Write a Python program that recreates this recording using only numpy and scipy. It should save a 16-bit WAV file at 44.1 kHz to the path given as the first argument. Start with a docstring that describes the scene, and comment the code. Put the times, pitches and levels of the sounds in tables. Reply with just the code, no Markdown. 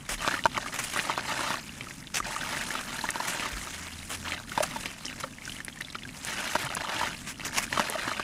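"""Hands crumble dry cement over a plastic tub of water, close to a microphone.
Crushed dust hisses as shaped noise made of many tiny fractures; grit patters on the water as a dense
rain of short bubble tones; lumps plop in with an impact, a push of water and a longer bubble tone, and
hard grains snap as noise bursts. Resonances and a short wash ring the tub after these landings and snaps.
A low outdoor rumble lies underneath, with a passing hum and a few dull bumps."""
import sys
import numpy as np
from scipy import signal
from scipy.fft import rfft, irfft
from scipy.io import wavfile
from scipy.ndimage import uniform_filter1d

SR = 44100
rng = np.random.default_rng(int(sys.argv[2]) if len(sys.argv) > 2 else 0)


def digitize_waveform(pressure):
    """Quantize a signal to 16-bit integers and store it at the path in sys.argv[1].

    Rows of a 2-D input are taken as channels; values are limited to [-1, 1].
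    """
    field = np.atleast_2d(pressure).T
    bounded = np.clip(field, -1, 1)
    quanta = np.round(bounded * 32767).astype(np.int16)
    wavfile.write(sys.argv[1], SR, quanta)


N = 362922


def gain_of(db):
    """Logarithmic level: decibels to amplitude gain."""
    return 10 ** (np.asarray(db) / 20)


def evened(x):
    """Energy normalisation: scales to rms 1."""
    return x / np.sqrt(np.mean(x ** 2) + 1e-20)


def coloured(x, points):
    """Linear filtering: weights the spectrum by gains interpolated over log frequency."""
    table_hz, table_db = np.transpose(points)
    hz = np.fft.rfftfreq(N, 1 / SR)
    gain_db = np.interp(np.log(hz + 1), np.log(table_hz + 1), table_db)
    return irfft(rfft(x) * gain_of(gain_db), N)


def wander(seconds):
    """Random modulation: twice-averaged noise of rms 1 that changes over the given time."""
    size = max(int(seconds * SR), 2)
    noise = rng.standard_normal(N)
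    return evened(uniform_filter1d(uniform_filter1d(noise, size), size))


def add(mix, start_s, sound):
    """Superposition: mixes a sound in at a time."""
    part = mix[round(start_s * SR):][:len(sound)]
    part += sound[:len(part)]


def swells(rows, fade_s):
    """Power addition: sums (start_s, length_s, rise_s, level_db) envelopes that rise, hold and fade."""
    power = np.zeros(N)
    for start_s, length_s, rise_s, level_db in rows:
        t = np.arange(0, length_s + 8 * fade_s, 1 / SR)
        rise = np.minimum(t / max(rise_s, .001), 1)
        fade = np.exp(-np.maximum(t - length_s, 0) / fade_s)
        add(power, start_s, (gain_of(level_db) * rise * fade) ** 2)
    return power


# Handfuls squeezed and let fall: start_s, length_s, dust_db (hiss), patter_db (fall of grit, before scaling)
SQUEEZES = [(0.161, 0.19, -39.5, -37), (0.484, 0.21, -44, -39.5), (0.753, 0.27, -36, -43),
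            (0.907, 0.29, -44.5, -37.5), (1.221, 0.32, -38, -36), (1.563, 0.42, -48, -53),
            (2.202, 0.33, -40.5, -38.5), (2.457, 0.35, -38, -40), (2.81, 0.39, -42.5, -41),
            (3.168, 0.28, -38, -37.5), (3.451, 0.38, -41, -44), (3.842, 0.35, -45.5, -50.5),
            (4.192, 0.15, -45.5, -39), (4.453, 0.41, -41, -42.5), (4.893, 0.36, -50.5, -46.5),
            (5.376, 0.18, -45.5, -54.5), (6.102, 0.16, -43, -64), (6.221, 0.38, -37, -38),
            (6.578, 0.32, -47.5, -38.5), (6.879, 0.19, -38.5, -35.5), (7.105, 0.13, -46, -59),
            (7.354, 0.28, -52, -43), (7.659, 0.28, -41, -36.5), (7.917, 0.26, -42.5, -38.5)]
SQUEEZE_RISE_S, SQUEEZE_FADE_S = 0.068, 0.071
TRICKLE_DUST_DB, TRICKLE_PATTER_DB = -52, -50.5  # a little always sifts through the fingers


def squeezing(column, trickle_db):
    """Intermittent driving power: one level column of the squeezes adds to a constant trickle."""
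    rows = [(row[0], row[1], SQUEEZE_RISE_S, row[column]) for row in SQUEEZES]
    return swells(rows, SQUEEZE_FADE_S) + gain_of(trickle_db) ** 2


def dust_power():
    """Source power of the crushed dust in the squeezes and the trickle."""
    return squeezing(column=2, trickle_db=TRICKLE_DUST_DB)


# Fingers tearing across the chunk: start_s, length_s, rise_s, level_db
SCRAPES = [(0.089, 0.051, 0.0045, -28), (0.203, 0.015, 0.017, -32), (0.735, 0.026, 0.0079, -31.5),
           (0.782, 0.015, 0.018, -26.5), (0.834, 0.0074, 0.0057, -27.5), (2.139, 0.049, 0.0051, -28),
           (3.264, 0.04, 0.02, -30.5), (4.092, 0.056, 0.0047, -32.5), (4.622, 0.0086, 0.0086, -24),
           (5.198, 0.0039, 0.0054, -30.5), (7.255, 0.056, 0.026, -33.5), (7.445, 0.022, 0.0068, -32),
           (7.524, 0.048, 0.032, -31), (7.56, 0.032, 0.022, -24), (7.615, 0.025, 0.012, -30.5)]
SCRAPE_FADE_S = 0.011  # time constant of the hiss once the fingers let go
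# Spectrum of the crushed dust: frequency_hz, relative_density_db
DUST_SPECTRUM = [(300, -10), (1000, -5), (2200, -3), (4200, -13), (6500, -8.5), (10200, -12.5), (16000, -4)]


def dust():
    """Fracture noise: thousands of tiny breaks a second, in clumps as the fingers slip, drifting in colour."""
    size_db = 6.4 * np.minimum(rng.exponential(1, N), 3.5)
    breaking = rng.random(N) < .08
    fractures = evened(gain_of(size_db) * breaking * rng.standard_normal(N))
    cracks = fractures + 2.06 * rng.standard_normal(N)
    spectrum = signal.stft(coloured(cracks, DUST_SPECTRUM), nperseg=256)[2]
    # patches of time and frequency grow louder or softer together
    patches = rng.standard_normal(spectrum.T.shape)
    patches = uniform_filter1d(patches, size=14, axis=0)
    patches = evened(uniform_filter1d(patches, size=18, axis=1))
    drifting = signal.istft(spectrum * gain_of(2.0 * patches.T), nperseg=256)[1][:N]
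    clumps_db = 2. * wander(0.0056) + 1.33 * wander(0.0028)
    power = dust_power() + swells(SCRAPES, SCRAPE_FADE_S)
    return np.sqrt(power) * evened(drifting * gain_of(clumps_db))


def bubble(hz, cycles, tick, thud, glide=0.00016):
    """Bubble resonance: after impact and push, a dying tone rises as the bubble nears the surface."""
    t = np.arange(3000) / SR
    turns = t * hz
    decay = gain_of(-60 * turns / max(cycles, 2))
    tone = np.sin(2 * np.pi * turns * (1 + glide * turns)) * decay
    onset = 1 - np.exp(-turns / 0.59)
    impact = uniform_filter1d(rng.standard_normal(3000), size=5) * np.exp(-t / 0.00082)
    push = np.sin(2 * np.pi * 260 * t) * np.exp(-t / 0.0028)
    weight = (1000 / hz) ** 0.5  # larger lumps trap lower bubbles and hit harder
    splash = tone * onset + weight * (tick * impact / abs(impact).max() + thud * push)
    return signal.lfilter([1, -1], [1, -.975], splash)  # a small splash sends out no deep bass


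# A heavier fall carries coarser grit, with lower bubbles
GRIT_HZ, GRIT_DB, COARSER_DB_PER_OCTAVE = 2164, -43, 18.5
FINER_DB_PER_OCTAVE = 27  # more dust against the patter means smaller grit
# Grain sizes scatter widely in a thin trickle and even out in a heavy fall
SPREAD_DB, EVENER_PER_DB = 4.5, 0.27


def patter():
    """Random bubble ensemble: each grain leaves a short tone, and a heavy fall brings denser grains."""
    level_db = 10 * np.log10(squeezing(column=3, trickle_db=TRICKLE_PATTER_DB))
    powder_db = 10 * np.log10(dust_power()) - level_db  # a dusty handful falls finer and denser
    coarser_octaves = (level_db - GRIT_DB) / COARSER_DB_PER_OCTAVE
    middle_hz = GRIT_HZ * 2 ** (powder_db / FINER_DB_PER_OCTAVE - coarser_octaves)
    per_second = 520 * gain_of(1.3 * (level_db + 45.5) + powder_db + 3. * wander(0.012))
    spread_db = np.maximum(SPREAD_DB - EVENER_PER_DB * (level_db - GRIT_DB), 1)

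    pitches_hz = np.geomspace(500, 7500, num=500)
    grains = []
    for hz, (u, v) in zip(pitches_hz, rng.random((len(pitches_hz), 2))):
        cycles = 5 * 7.1 ** u
        grain = bubble(hz, cycles, glide=0.025 * v, tick=0.51, thud=0.21)[:1200]
        grains.append(np.sqrt(12 / cycles) * grain)  # longer tones start softer

    out = np.zeros(N)
    falls, kind, luck, sign = rng.random((N, 4)).T
    for at in np.flatnonzero(falls < per_second / SR):
        k = int(kind[at] * len(pitches_hz))
        octaves = np.log2(pitches_hz[k] / middle_hz[at])
        # middle-sized grit is loudest, big grains are few
        colour_db = -(8.5 if octaves < 0 else 2.6) * octaves ** 2
        size_db = spread_db[at] * min(-np.log(luck[at] + 1e-9), 3.0) - powder_db[at] / 2
        add(out, at / SR, np.sign(sign[at] - .5) * gain_of(size_db + colour_db) * grains[k])
    return gain_of(0.97 * (level_db + 43.0) - 46.5) * evened(out)


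# Lumps that land and trap a bubble: start_s, level_db (before the tub), pitch_hz
PLOPS = [(0.247, -19, 1170), (0.264, -23, 1150), (0.277, -9, 1140), (0.311, -25, 1570), (0.341, -13, 1510),
         (0.391, -23, 1870), (0.439, -18, 3070), (0.456, -8, 1040), (0.458, -13, 910), (0.569, -18, 2300),
         (0.577, -14, 1090), (0.662, -23, 1200), (0.962, -17, 1120), (0.982, -26, 2040),
         (0.991, -11.5, 1920), (1.097, -13.5, 1040), (1.117, -26, 2260), (1.177, -17.5, 1040),
         (1.392, -22, 1090), (1.408, -17, 1400), (1.505, -15, 1050), (1.542, -19, 1130), (1.693, -32, 2750),
         (1.809, -22, 2370), (1.87, -33.5, 1280), (1.909, -27, 1970), (2.202, -20, 1200),
         (2.307, -25, 1130), (2.363, -21.5, 1190), (2.569, -18, 1660), (2.611, -25, 1840),
         (2.706, -17, 1720), (2.753, -20.5, 1330), (2.791, -27.5, 1260), (2.99, -24, 1740),
         (3.012, -22, 4020), (3.04, -19, 976), (3.089, -14.5, 1800), (3.157, -18.5, 1010),
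         (3.202, -20, 980), (3.397, -16, 2370), (3.457, -22, 1070), (3.57, -31, 1320), (3.672, -27.5, 1250),
         (4.03, -31, 2170), (4.321, -16.5, 2330), (4.519, -23.5, 1480), (4.577, -11, 960),
         (4.604, -18, 630), (4.637, -27, 780), (4.76, -24.5, 910), (4.858, -16.5, 2300),
         (5.055, -17.5, 5400), (5.065, -24.5, 5430), (5.082, -27, 2900), (5.181, -43, 2060),
         (5.238, -20.5, 1350), (5.24, -34, 530), (5.42, -34, 2260), (5.454, -26, 5630),
         (5.477, -30.5, 1500), (5.496, -26.5, 2880), (5.521, -27, 3070), (5.566, -34, 2960),
         (5.587, -36, 2100), (5.604, -26, 1730), (5.682, -21.5, 2020), (5.727, -35.5, 3220),
         (5.774, -36, 1810), (5.809, -20, 1850), (5.848, -30, 3460), (5.902, -31, 3840),
         (5.948, -27.5, 2370), (5.953, -23, 1340), (5.986, -35, 2940), (6.022, -32.5, 2130),
         (6.035, -30.5, 3370), (6.052, -33, 1620), (6.091, -28.5, 2400), (6.554, -9, 970),
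         (6.725, -31, 1240), (6.768, -21, 1060), (6.965, -21, 2880), (7.012, -22, 970), (7.032, -17, 1010),
         (7.728, -14, 1980), (7.775, -12, 1110), (7.7956, -8.5, 995), (7.899, -30.5, 424),
         (7.954, -25.5, 653), (7.995, -21, 1920), (8.078, -15, 1150), (8.115, -23, 1280), (8.115, -35, 642),
         (8.197, -15.5, 1200)]
# Cycles to die by 60 dB at -20 dB; a harder landing bursts its bubble sooner
RING_CYCLES, SHORTER_PER_DB = 19, .4
CRUMB_LEAD_S, CRUMB_SPAN_S, CRUMB_DB = .003, 0.014, 0.5  # a lump sheds crumbs that land around it


def plops():
    """Trapped-bubble resonance: heavier lumps hit harder, ring shorter and shed louder crumbs."""
    out = np.zeros(N)
    for start_s, level_db, pitch_hz in PLOPS:
        heft_db = level_db + 20
        cycles = RING_CYCLES * gain_of(-SHORTER_PER_DB * heft_db)
        add(out, start_s, gain_of(level_db) * bubble(pitch_hz, cycles, tick=0.4, thud=0.35))
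        crumb_gain = gain_of(level_db + CRUMB_DB + 0.13 * heft_db)
        for when, small in rng.random(size=(4, 2)):
            crumb_hz = pitch_hz * (1.063 + 0.56 * small ** 2)
            crumb = bubble(crumb_hz, 3.8, tick=0.15, thud=0.027)
            add(out, start_s - CRUMB_LEAD_S + when * CRUMB_SPAN_S, crumb_gain * crumb)
    return out


# Hard grains that snap: start_s, level_db (peak, before the tub)
SNAPS = [(0.4563, -36), (3.1055, -9), (4.859, -18), (5.6486, -13), (5.811, -13), (6.249, -12.5),
         (6.651, -16), (6.7508, -13), (7.7958, -20), (7.8995, -11.5)]


def snaps():
    """Brittle fracture: differenced, hence bright, noise dies within a few milliseconds."""
    out, t = np.zeros(N), np.arange(600) / SR
    for start_s, level_db in SNAPS:
        decay = gain_of(-60 * t / 0.0017) + 0.058 * gain_of(-60 * t / 0.0067)
        crack = np.diff(rng.standard_normal(601)) * decay
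        add(out, start_s, gain_of(level_db) * crack / abs(crack).max())
    return out


# Resonances of the air and wall of the tub: frequency_hz, width_hz, relative_level_db
TUB_MODES = [(373, 24, 5.5), (601, 65, 10), (887, 38, 7), (1250, 160, -7.5)]


def tub(x):
    """Modal resonance and reflections: the tub rings on after each input, with a short changing wash."""
    t = np.arange(4000) / SR
    ring = np.zeros(4000)
    for hz, width_hz, level_db in TUB_MODES:
        mode = np.exp(-np.pi * width_hz * t) * np.cos(2 * np.pi * hz * t)
        ring += gain_of(level_db) * width_hz / SR * 2 * np.pi * mode
    out = x + signal.oaconvolve(x, 0.55 * ring)[:N]
    turn = np.arange(N) / SR / .09 * np.pi
    for place in range(6):
        echoes = rng.choice([-1., 1.], 4000) * (rng.random(4000) < .3)
        wash = echoes * gain_of(-60 * t / 0.019) * (t > .0008)
        share = np.maximum(np.cos(turn - place * np.pi / 3), 0) ** 2  # landing places take turns
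        out += signal.oaconvolve(x * share, gain_of(-7.5) * wash / np.linalg.norm(wash))[:N]
    return out


# Spectrum of the outdoor rumble: frequency_hz, relative_density_db
RUMBLE_SPECTRUM = [(15, -12), (30, 3), (65, -2.5), (120, 0), (256, 0.5), (330, -11.5), (420, -19),
                   (900, -24), (3000, -31)]
RUMBLE_DB = -47


def rumble():
    """Filtered noise: a low outdoor rumble whose level sways gently."""
    sway_db = 1.5 * wander(0.11)
    return gain_of(RUMBLE_DB + sway_db) * evened(coloured(rng.standard_normal(N), RUMBLE_SPECTRUM))


# A faint low hum that swells: start_s, length_s, rise_s, level_db (rms)
HUM = (3.4, .9, .45, -50)
HUM_HZ, HUM_FADE_S = 82, .12


def hum():
    """Amplitude modulation: one pure tone swells and fades."""
    t = np.arange(N) / SR
    return np.sqrt(2 * swells([HUM], HUM_FADE_S)) * np.sin(2 * np.pi * HUM_HZ * t)


# Dull low bumps: start_s, level_db (before the decay), pitch_hz
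BUMPS = [(0.101, -31, 37), (2.199, -37, 40), (3.519, -28.5, 49), (6.638, -29, 135), (8.051, -34.5, 119)]


def bumps():
    """Damped oscillation: each bump rises over one cycle and falls by 60 dB in 18 cycles."""
    out, t = np.zeros(N), np.arange(SR) / SR
    for start_s, level_db, pitch_hz in BUMPS:
        turns = pitch_hz * t
        envelope = gain_of(level_db - 60 * turns / 18) * np.minimum(turns, 1)
        add(out, start_s, envelope * np.sin(2 * np.pi * turns))
    return out


def background():
    """Superposition of the swaying rumble, a passing hum and a few bumps."""
    return rumble() + hum() + bumps()


def scene():
    """Superposition of everything above and in the tub, in one channel."""
    in_tub = tub(patter() + plops() + snaps())
    return (in_tub + dust() + background())[None]


# Response of the microphone: frequency_hz, gain_db
MICROPHONE = [(20, -2.5), (10300, 4.5), (12000, -6), (14500, -12.5), (16000, -23)]
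EDGE_HZ = 15650


def record(dry):
    """Band limitation: the microphone's response dulls the top, then a steep low-pass ends the band."""
    heard = coloured(dry[0], MICROPHONE)[None]
    low_pass = signal.firwin(511, EDGE_HZ, window=("kaiser", 9), fs=SR)[None]
    return signal.oaconvolve(heard, low_pass, "same")


dry = scene()
out = record(dry)
digitize_waveform(out)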